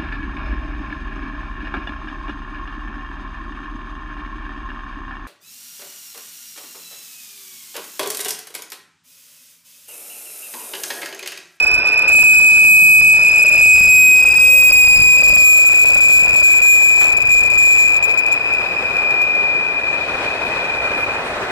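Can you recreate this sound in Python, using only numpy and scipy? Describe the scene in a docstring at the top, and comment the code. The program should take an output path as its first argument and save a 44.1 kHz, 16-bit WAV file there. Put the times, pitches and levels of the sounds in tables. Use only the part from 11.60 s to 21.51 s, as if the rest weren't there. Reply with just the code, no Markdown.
"""Beside a curved railway track, about 12 m off: a freight train of tall car carriers rolls by.
One wheel squeals on a single mode and sinks in pitch as it passes; its sound also scatters off the cars.
Under it: rolling noise, a fainter second squeal, singing wheels, scrapes, clanks and wind.
The sum overloads the recorder: clipping adds harsh overtones, level control turns everything down."""
import sys
import numpy as np
from scipy import signal
from scipy.io import wavfile
from scipy.ndimage import uniform_filter1d

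SR = 44100
rng = np.random.default_rng(int(sys.argv[2]) if len(sys.argv) > 2 else 0)


def unload_wav(signal):
    """Save mono or channel-first audio to the path in sys.argv[1] as 16-bit WAV at rate SR, clipped to [-1, 1]."""
    wavfile.write(
        sys.argv[1],
        SR,
        np.round(np.clip(np.atleast_2d(signal).T, -1, 1) * 32767).astype(np.int16),
    )


N = 437022
TIME = np.arange(N) / SR   # s
SIDES = np.array([[1], [-1]])   # left, right


def from_db(db):
    """Decibels to amplitude gain."""
    return 10 ** (np.asarray(db) / 20)


def rms_one(x):
    """Scale to unit power."""
    return x / np.sqrt(np.mean(np.abs(x) ** 2) + 1e-20)


def in_time(rows):
    """Each column of a curve, joined by straight lines."""
    s, *columns = np.transpose(rows)
    return [np.interp(TIME, s, column) for column in columns]


def at_hz(points, hz):
    """Read a spectrum on a log-frequency axis."""
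    point_hz, value = np.array(points).T
    return np.interp(np.log(hz), np.log(point_hz), value)


def bump(s, half_s):
    """Bell of height 1 centred on time s, down to 1/e at half_s."""
    return np.exp(-np.minimum(((TIME - s) / half_s) ** 2, 20))


def gate(start_s, end_s, attack_s, release_s):
    """Linear attack, hold, release; half open at start and end."""
    opening = (TIME - start_s) / attack_s
    closing = (end_s - TIME) / release_s
    return np.clip(.5 + np.minimum(opening, closing), 0, 1)


def tone(hz):
    """Complex unit tone following the pitch curve hz."""
    return np.exp(2j * np.pi * np.cumsum(hz) / SR)


def flutter(width_hz, order=2):
    """Complex noise within width_hz of zero, unit power: a random wobble of level and phase."""
    step, run_in = 20, 4000   # made at SR / step, filter start-up dropped
    white = rng.standard_normal((2, N // step + run_in + 2))
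    low = signal.butter(order, width_hz, fs=SR / step, output="sos")
    slow = rms_one(signal.sosfilt(low, white[0] + 1j * white[1])[run_in:])
    return np.interp(np.arange(N) / step, np.arange(len(slow)), slow)


def flutter_pair(width_hz):
    """Independent flutter for left and right."""
    return np.array([flutter(width_hz), flutter(width_hz)])


def banded_noise(colour, likeness, patchy_db, patchy_hz, count):
    """Half-octave bands of stereo noise, each with its own level, flicker and likeness; rms 1."""
    edges_hz = 16 * 2 ** (np.arange(count + 1) / 2)
    white = rng.standard_normal((2, 2, N))
    together = flutter(patchy_hz).real   # flicker common to all bands
    out = 0
    for k, (low_hz, high_hz) in enumerate(zip(edges_hz, edges_hz[1:])):
        band = signal.butter(2, [low_hz, high_hz], "band", fs=SR, output="sos")
        mid, side = signal.sosfilt(band, white[k % 2])
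        centre_hz = np.sqrt(low_hz * high_hz)
        alike = np.clip(at_hz(likeness, centre_hz), -1, 1)
        flicker_db = patchy_db * (together + flutter(patchy_hz).real)
        gain = from_db(at_hz(colour, centre_hz) + flicker_db)
        out = out + gain * (np.sqrt(1 + alike) * mid + np.sqrt(1 - alike) * side * SIDES)
    return rms_one(out)


def even_hiss(level_db=-57):
    """Faint steady white noise, independent on each side."""
    return from_db(level_db) * rng.standard_normal((2, N))


# wind spectrum: (frequency [Hz], relative density [dB per Hz])
WIND_COLOUR = [(20, -8.5), (45, 3), (80, -4.5), (150, -6), (300, -16.5), (800, -61), (3000, -86)]
# gusts: (peak time [s], half length [s], level [dB])
GUSTS = [(0.098, 0.27, -41), (0.67, 0.14, -33.5), (1.325, 0.4, -23), (2.223, 0.24, -19.5),
         (3.125, 0.75, -21.5), (3.418, 0.096, -19), (3.757, 0.13, -22.5), (4.53, 0.41, -26.5),
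         (5.7, 0.71, -31)]


def wind(breeze_db=-61, left_db=2.5):
    """Lumpy eddies at the microphone ports, partly separate on each side; gusts ride on a light breeze."""
    likeness = [(20, 0.59), (300, 0.05)]   # (frequency [Hz], left-right likeness [-1 to 1])
    eddies = banded_noise(WIND_COLOUR, likeness, patchy_db=1.0, patchy_hz=21, count=12)
    gusts = sum(from_db(db) * bump(s, half_s) for s, half_s, db in GUSTS)
    return (from_db(breeze_db) + gusts) * eddies * from_db(left_db * SIDES)


# all wheels rolling on the rails, before trim: (time [s], level [dB])
ROLLING = [(0, -29.5), (1.8, -23), (2.7, -21.5), (3, -18), (3.7, -20.5), (4.3, -21.5), (5.7, -24.5),
           (7, -26), (8.1, -28), (8.5, -24.5), (9.9, -23)]
# rolling spectrum: (frequency [Hz], relative density [dB per Hz])
ROLLING_COLOUR = [(30, -13.5), (60, -9), (150, -10), (220, -11), (440, -2.5), (700, -0.5), (1100, -5.5),
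                  (1550, -2.5), (2200, -13), (3400, -15.5), (5200, -28.5), (9000, -27), (11500, -59),
                  (15500, -36)]
# left-right likeness of rolling: (frequency [Hz], likeness [-1 to 1])
ROLLING_LIKENESS = [(60, 1), (290, 0.99), (640, 0.87), (1410, 0.45), (3100, -0.57), (6800, -0.084),
                    (15000, -0.69)]


def rolling(trim_db=-0.5, left_db=0.55):
    """Rough steel on steel: a broad, slightly uneven roar."""
    roar = banded_noise(ROLLING_COLOUR, ROLLING_LIKENESS, patchy_db=1.26, patchy_hz=17.0, count=20)
    return from_db(in_time(ROLLING)[0] + trim_db) * roar * from_db(left_db * SIDES)


# flanges scraping the rail: (start [s], end [s], low edge [Hz], high edge [Hz], level [dB])
SCRAPES = [(0.265, 0.295, 3300, 4700, -38), (8.296, 9.07, 2830, 4600, -42), (8.85, 8.89, 5000, 13000, -50),
           (9.37, 9.456, 6000, 14000, -48), (9.64, 9.727, 8500, 9800, -50)]


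def scraping_flanges(fade_share=0.32):
    """Steel rubs without ringing: a band of hiss that swells and fades."""
    out = np.zeros((2, N))
    for start_s, end_s, low_hz, high_hz, db in SCRAPES:
        top_hz = np.clip(high_hz, 1.05 * low_hz, .45 * SR)
        band = signal.butter(2, [low_hz, top_hz], "band", fs=SR, output="sos")
        hiss = rms_one(signal.sosfilt(band, rng.standard_normal((2, N))))
        fade_s = fade_share * (end_s - start_s)
        out += from_db(db) * gate(start_s, end_s, fade_s, fade_s) * hiss
    return out


# thin tones that ring unsteadily, mostly other wheels singing as their flanges rub; the 1442 Hz row at 4.1-5.1
# s is a thin tone near 1.44 kHz under the squeal: (start [s], end [s], frequency [Hz], level [dB])
SINGING = [(-.1, 0.538, 1517, -36.5), (0.597, 0.987, 1486, -34.5), (1.59, 2.157, 612, -33.5),
           (2.59, 2.893, 1507, -34), (3.583, 4.015, 603.3, -24), (4.125, 5.103, 1442, -34),
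           (4.2, 4.984, 607.5, -32), (6.18, 6.26, 6960, -30), (6.497, 8.106, 1488, -43),
           (8.598, 10.0, 1515, -40.5)]


def singing_wheels(fade_s=0.034, width_hz=20, unsteady=0.61):
    """Thin tones that ring unsteadily, mostly rubbed wheel modes that do not lock into a squeal."""
    out = np.zeros(N)
    for start_s, end_s, hz, db in SINGING:
        swell = 1 + unsteady * flutter(width_hz)
        pitch_hz = hz + width_hz / 2 * flutter(width_hz).real
        mode = rms_one((swell * tone(pitch_hz)).real)
        out += from_db(db) * gate(start_s, end_s, fade_s, fade_s) * mode
    return out


# couplers and running gear: (time [s], level [dB], 60 dB decay [s], upper band edge [Hz])
CLANKS = [(4.225, -22, 0.26, 700), (4.279, -19.5, 0.33, 910), (4.65, -23, 0.26, 900),
          (5.408, -16, 0.34, 1880), (5.438, -20.5, 0.71, 1360)]


def clanks(low_hz=400):
    """A knock sets the crowded modes of a car body ringing: decaying band noise."""
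    out = np.zeros((2, N))
    for s, db, t60_s, bright_hz in CLANKS:
        top_hz = np.clip(bright_hz, 2 * low_hz, SR / 3)
        band = signal.butter(2, [low_hz, top_hz], "band", fs=SR, output="sos")
        knock = (TIME >= s) * from_db(-60 * np.clip((TIME - s) / t60_s, 0, 2))
        white = rng.standard_normal(N) + .5 * rng.standard_normal((2, N))   # shared + separate
        out += from_db(db) * knock * rms_one(signal.sosfilt(band, white))
    return out


# faint second squeal: (start [s], end [s], fundamental [Hz])
SECOND_WHEEL = (6.4, 7.5, 2480)
# its harmonics, lowest first: level [dB]
SECOND_WHEEL_DB = [-24.5, -42, -47.5, -58, -54, -61]


def second_wheel(attack_s=0.22, release_s=1.2, waver_hz=12, width_hz=90):
    """Another wheel squeals faintly, with thin, wavering overtones, and dies away."""
    start_s, end_s, hz = SECOND_WHEEL
    fundamental = tone(hz + waver_hz * flutter(waver_hz).real)
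    harmonics = 0
    for k, db in enumerate(SECOND_WHEEL_DB, 1):
        harmonics = harmonics + from_db(db) * flutter_pair(width_hz) * fundamental ** k
    return gate(start_s, end_s, attack_s, release_s) * harmonics.real


WHEEL_HZ = 2486   # squeal pitch without Doppler


def passing_wheel(speed_m_s=8.3, nearest_s=3.2, nearest_m=12.0):
    """Steady pass in a straight line: Doppler pitch [Hz] and 1/distance gain, 1 at the nearest point."""
    along_m = speed_m_s * (TIME - nearest_s)
    distance_m = np.hypot(along_m, nearest_m)
    pitch_hz = WHEEL_HZ / (1 + speed_m_s / 343 * along_m / distance_m)   # sound at 343 m/s
    return pitch_hz, nearest_m / distance_m


# the flange bites and the ring swells: (start [s], end [s], level [dB])
BITES = [(-.1, 0.504, -7), (0.523, 1.095, 5), (1.044, 1.52, 10), (1.565, 1.733, 4), (1.727, 2.02, -2.5),
         (2.024, 2.27, 6.5), (2.303, 2.625, 8), (2.594, 2.783, -8), (2.795, 3.375, 5.5), (3.35, 3.648, 2.5),
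         (3.74, 4.096, 3.5), (4.1, 4.306, 0.5), (4.44, 4.6, 3), (4.832, 4.927, 4), (4.985, 5.376, 1.5),
         (5.33, 5.552, -4), (5.693, 5.835, 2), (5.893, 6.41, 0), (7.37, 8.12, -3), (8.13, 8.415, -7.5),
         (9.03, 9.61, -6)]
# short spurts of ring; the last is a brief crackle as the recorder overloads: (time [s], level [dB])
SPURTS = [(0.033, -5), (.076, -6.5), (0.113, -10), (0.145, -1.5), (.256, -25), (0.484, -15), (6.436, -8),
          (6.51, -1.5), (6.584, 4), (6.664, -0.5), (6.725, 2), (7.62, -4)]


def wheel_ring(idle_db=-12, attack_s=0.17, release_s=0.28, spurt_half_s=0.011):
    """Mode amplitude: idles, builds at each bite of the flange and dies back; short spurts are added."""
    ring = from_db(idle_db)
    for start_s, end_s, db in BITES:
        ring = np.hypot(ring, from_db(db) * gate(start_s, end_s, attack_s, release_s))
    return ring + sum(from_db(db) * bump(s, spurt_half_s) for s, db in SPURTS)


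# how hard the curve presses wheel on rail: (time [s], level [dB])
PRESSURE = [(0, -1.5), (.8, 2.5), (1.8, 5), (3.4, 6), (5.4, 7.5), (6.3, 5), (6.75, -2.5), (8.2, -0.5),
            (9.5, -3.5), (9.78, -12)]
# sound scattered by the cars: (time [s], level [dB])
SCATTER = [(0, -3.5), (1, 1), (1.25, 3), (1.5, 2), (2.2, 3), (2.45, -5.5), (2.65, 2), (2.9, 0), (3.25, 2),
           (3.5, 2.5), (4, 0.5), (5, -2.5), (6, -3), (6.9, 1), (7.6, -7), (8, -6.5), (9.9, -2.5)]
# direct and reflected paths interfere, mostly cancelling: (time [s], left gain [dB], right gain [dB])
DROPOUTS = [(0.057, -32.5, -20.5), (0.24, -30, -22), (0.471, -8, -22), (0.633, -39, -12), (0.744, 3, -22),
            (0.803, -19, -4), (1.417, -21, -8), (1.589, -20, -6), (1.704, -19, -8), (1.847, -13, -12),
            (2.647, -20, -23), (2.745, 1, -23), (2.788, -30, -5), (3.114, -33, -32), (3.384, -10, -28),
            (3.629, -27, -17), (4.045, -10, -5), (5.012, -38, -10), (5.859, -1, -2), (6.399, -21, -16),
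            (6.42, -19, -3)]
# squeal direction: (time [s], left over right [dB], lead of left [ms])
BEARING = [(0, -3.5, -0.1), (1, 0, -0.081), (2, 4, -0.054), (2.7, 4, 0.046), (3.4, 3, 0.12), (4.1, 4, 0.18),
           (4.9, 5.5, 0.18), (5.1, 8.5, 0.15), (5.5, 6.5, 0.19), (5.75, 5, 0.15), (6.5, 6.5, .18),
           (6.9, 3.5, .15), (7.6, 4, 0.12), (8.3, 5, 0.14), (8.8, 4.5, 0.13), (9.9, -1, 0.14)]
# octave against main tone: (time [s], level [dB])
OCTAVE = [(0, -15), (.5, -28.5), (2.5, -29), (3.3, -20.5), (4.2, -41), (9.9, -66)]


def squeal(spread_db=-6.5, spread_hz=62, far_db=-11, far_hz=30, far_share=0.6,
           near_db=-11, near_hz=25, rasp_db=-16, rasp_hz=105, apart_db=-12, apart_hz=50,
           dropout_half_s=0.0048, octave_waver=0.6, octave_hz=45,
           second_db=-33.0, third_db=-48, fifth_db=-50):
    """Stick-slip keeps one wheel mode ringing; distance sets its level, motion its pitch and echo smear."""
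    pitch_hz, nearness = passing_wheel()
    pressure_db, = in_time(PRESSURE)
    pan_db, lead_ms = in_time(BEARING)
    ring, scatter = wheel_ring(), from_db(in_time(SCATTER)[0])
    direct = tone(pitch_hz)
    # echoes along the train: every Doppler shift between approach and retreat
    spread = from_db(spread_db) * flutter(spread_hz, order=10) * np.exp(2j * np.pi * WHEEL_HZ * TIME)
    # far-side echo: opposite shift, beats fast against the direct tone
    far_pitch_hz = WHEEL_HZ - far_share * (pitch_hz - WHEEL_HZ)
    far = from_db(far_db) * flutter(far_hz, order=4) * tone(far_pitch_hz)
    # sidebands: nearby echoes and uneven rail grip
    near = from_db(near_db) * flutter(near_hz)
    rasp = from_db(rasp_db) * flutter(rasp_hz, order=3)
    # echoes that differ at the two microphones
    apart = from_db(apart_db) * flutter_pair(apart_hz)
    wave = ring * direct + scatter * (spread + far + (near + rasp + apart) * direct)

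    dips_db = 0
    for s, left_db, right_db in DROPOUTS:
        dips_db = dips_db + np.array([[left_db], [right_db]]) * bump(s, dropout_half_s)
    # arrival lead as phase, half on each side
    lead = np.exp(1j * np.pi * pitch_hz * lead_ms / 1000 * SIDES)
    wave = wave * nearness * from_db(pressure_db + dips_db) * lead

    # lopsided slip: a thin octave that wavers on its own, without the dips
    steady = np.hypot(ring, scatter) * nearness * from_db(pressure_db)
    waver = 1j + octave_waver * flutter(octave_hz)
    octave = from_db(in_time(OCTAVE)[0]) * steady * (direct * lead) ** 2 * waver
    # faint overtones that also ride on the echoes
    turn = wave / (np.abs(wave) + 1e-9)
    second = from_db(second_db) * 1j * wave * turn
    third = from_db(third_db) * -wave * turn ** 2
    fifth = from_db(fifth_db) * wave * turn ** 4
    return (wave + octave + second + third + fifth).real * from_db(pan_db / 2 * SIDES)


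def scene():
    """All sources summed, background first."""
    background = even_hiss() + wind() + rolling()
    details = scraping_flanges() + singing_wheels() + clanks()
    return background + details + second_wheel() + squeal()


def smooth(x, time_s):
    """One-pole average with time constant time_s."""
    r = np.exp(-1 / (time_s * SR))
    return signal.lfilter([1 - r], [1, -r], x)


def gain_control(x, threshold_db=-11, slope=0.53, follow_s=0.33):
    """The recorder slowly turns both sides down while loud, by slope dB per dB over threshold."""
    level_db = 10 * np.log10(smooth(np.mean(x ** 2, axis=0), follow_s) + 1e-9)
    return x * from_db(-slope * np.maximum(level_db - threshold_db, 0))


FULL_SCALE = 0.435   # converter clip level, amplitude
CONVERTER_HZ = 48000   # sampling rate


def first_order(x, hz, kind="low"):
    """Gentle first-order filter."""
    return signal.lfilter(*signal.butter(1, hz, kind, fs=SR), x)


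def overload_noise(x, hiss_db=-34, hiss_hz=5000, rumble_db=-38, rumble_hz=800):
    """Bright hiss and dull rumble that swell steeply near full scale, then level off."""
    hold_s, steepness, knee = 0.004, 8, 0.4
    drive = smooth(np.minimum(np.abs(x) / FULL_SCALE, 2) ** steepness + 1e-9, hold_s)
    white, dull = rng.standard_normal((2, 2, N))
    hiss = from_db(hiss_db) * rms_one(first_order(white, hiss_hz, "high"))
    rumble = from_db(rumble_db) * rms_one(first_order(dull, rumble_hz))
    return drive / (drive + knee) * (hiss + rumble)


# folded overtones at the reference overload: (multiple of wheel pitch, level [dB])
FOLDED = [(13, -42), (15, -41.5), (17, -44), (19, -38.5)]


def folded_overtones(x, width_hz=60, hold_s=0.018, deep_share=0.63):
    """High odd overtones fold round the converter's rate: rough tones that glide as the squeal sinks."""
    pitch_hz, _ = passing_wheel()
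    over = (np.abs(x) > FULL_SCALE).astype(float)
    over_share = uniform_filter1d(over, max(int(hold_s * SR), 1), axis=1)
    tones = 0
    for multiple, db in FOLDED:
        # most rise; the lowest falls to zero, then rises
        folded = tone(CONVERTER_HZ - round(multiple) * pitch_hz)
        tones = tones + from_db(db) * flutter_pair(width_hz) * folded
    return (over_share / deep_share) ** 2 * tones.real   # table level where over_share = deep_share


def record(dry, presence=0.0044, presence_hz=5500, low_hz=12, cutoff_hz=15800):
    """Level control, hard clipping with its noise and folded tones, a trace of treble lift, both ends cut."""
    levelled = gain_control(dry)
    fast = signal.resample_poly(levelled, CONVERTER_HZ, SR, axis=1)
    flattened = np.clip(fast, -FULL_SCALE, FULL_SCALE)
    clipped = signal.resample_poly(flattened, SR, CONVERTER_HZ, axis=1)[:, :N]
    harsh = clipped + overload_noise(levelled) + folded_overtones(levelled)
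    bright = harsh + presence * first_order(harsh, presence_hz, "high")
    centred = first_order(bright, low_hz, "high")
    treble_cut = signal.ellip(12, .1, 90, cutoff_hz, fs=SR, output="sos")
    return signal.sosfilt(treble_cut, centred)


dry = scene()
out = record(dry)
unload_wav(out)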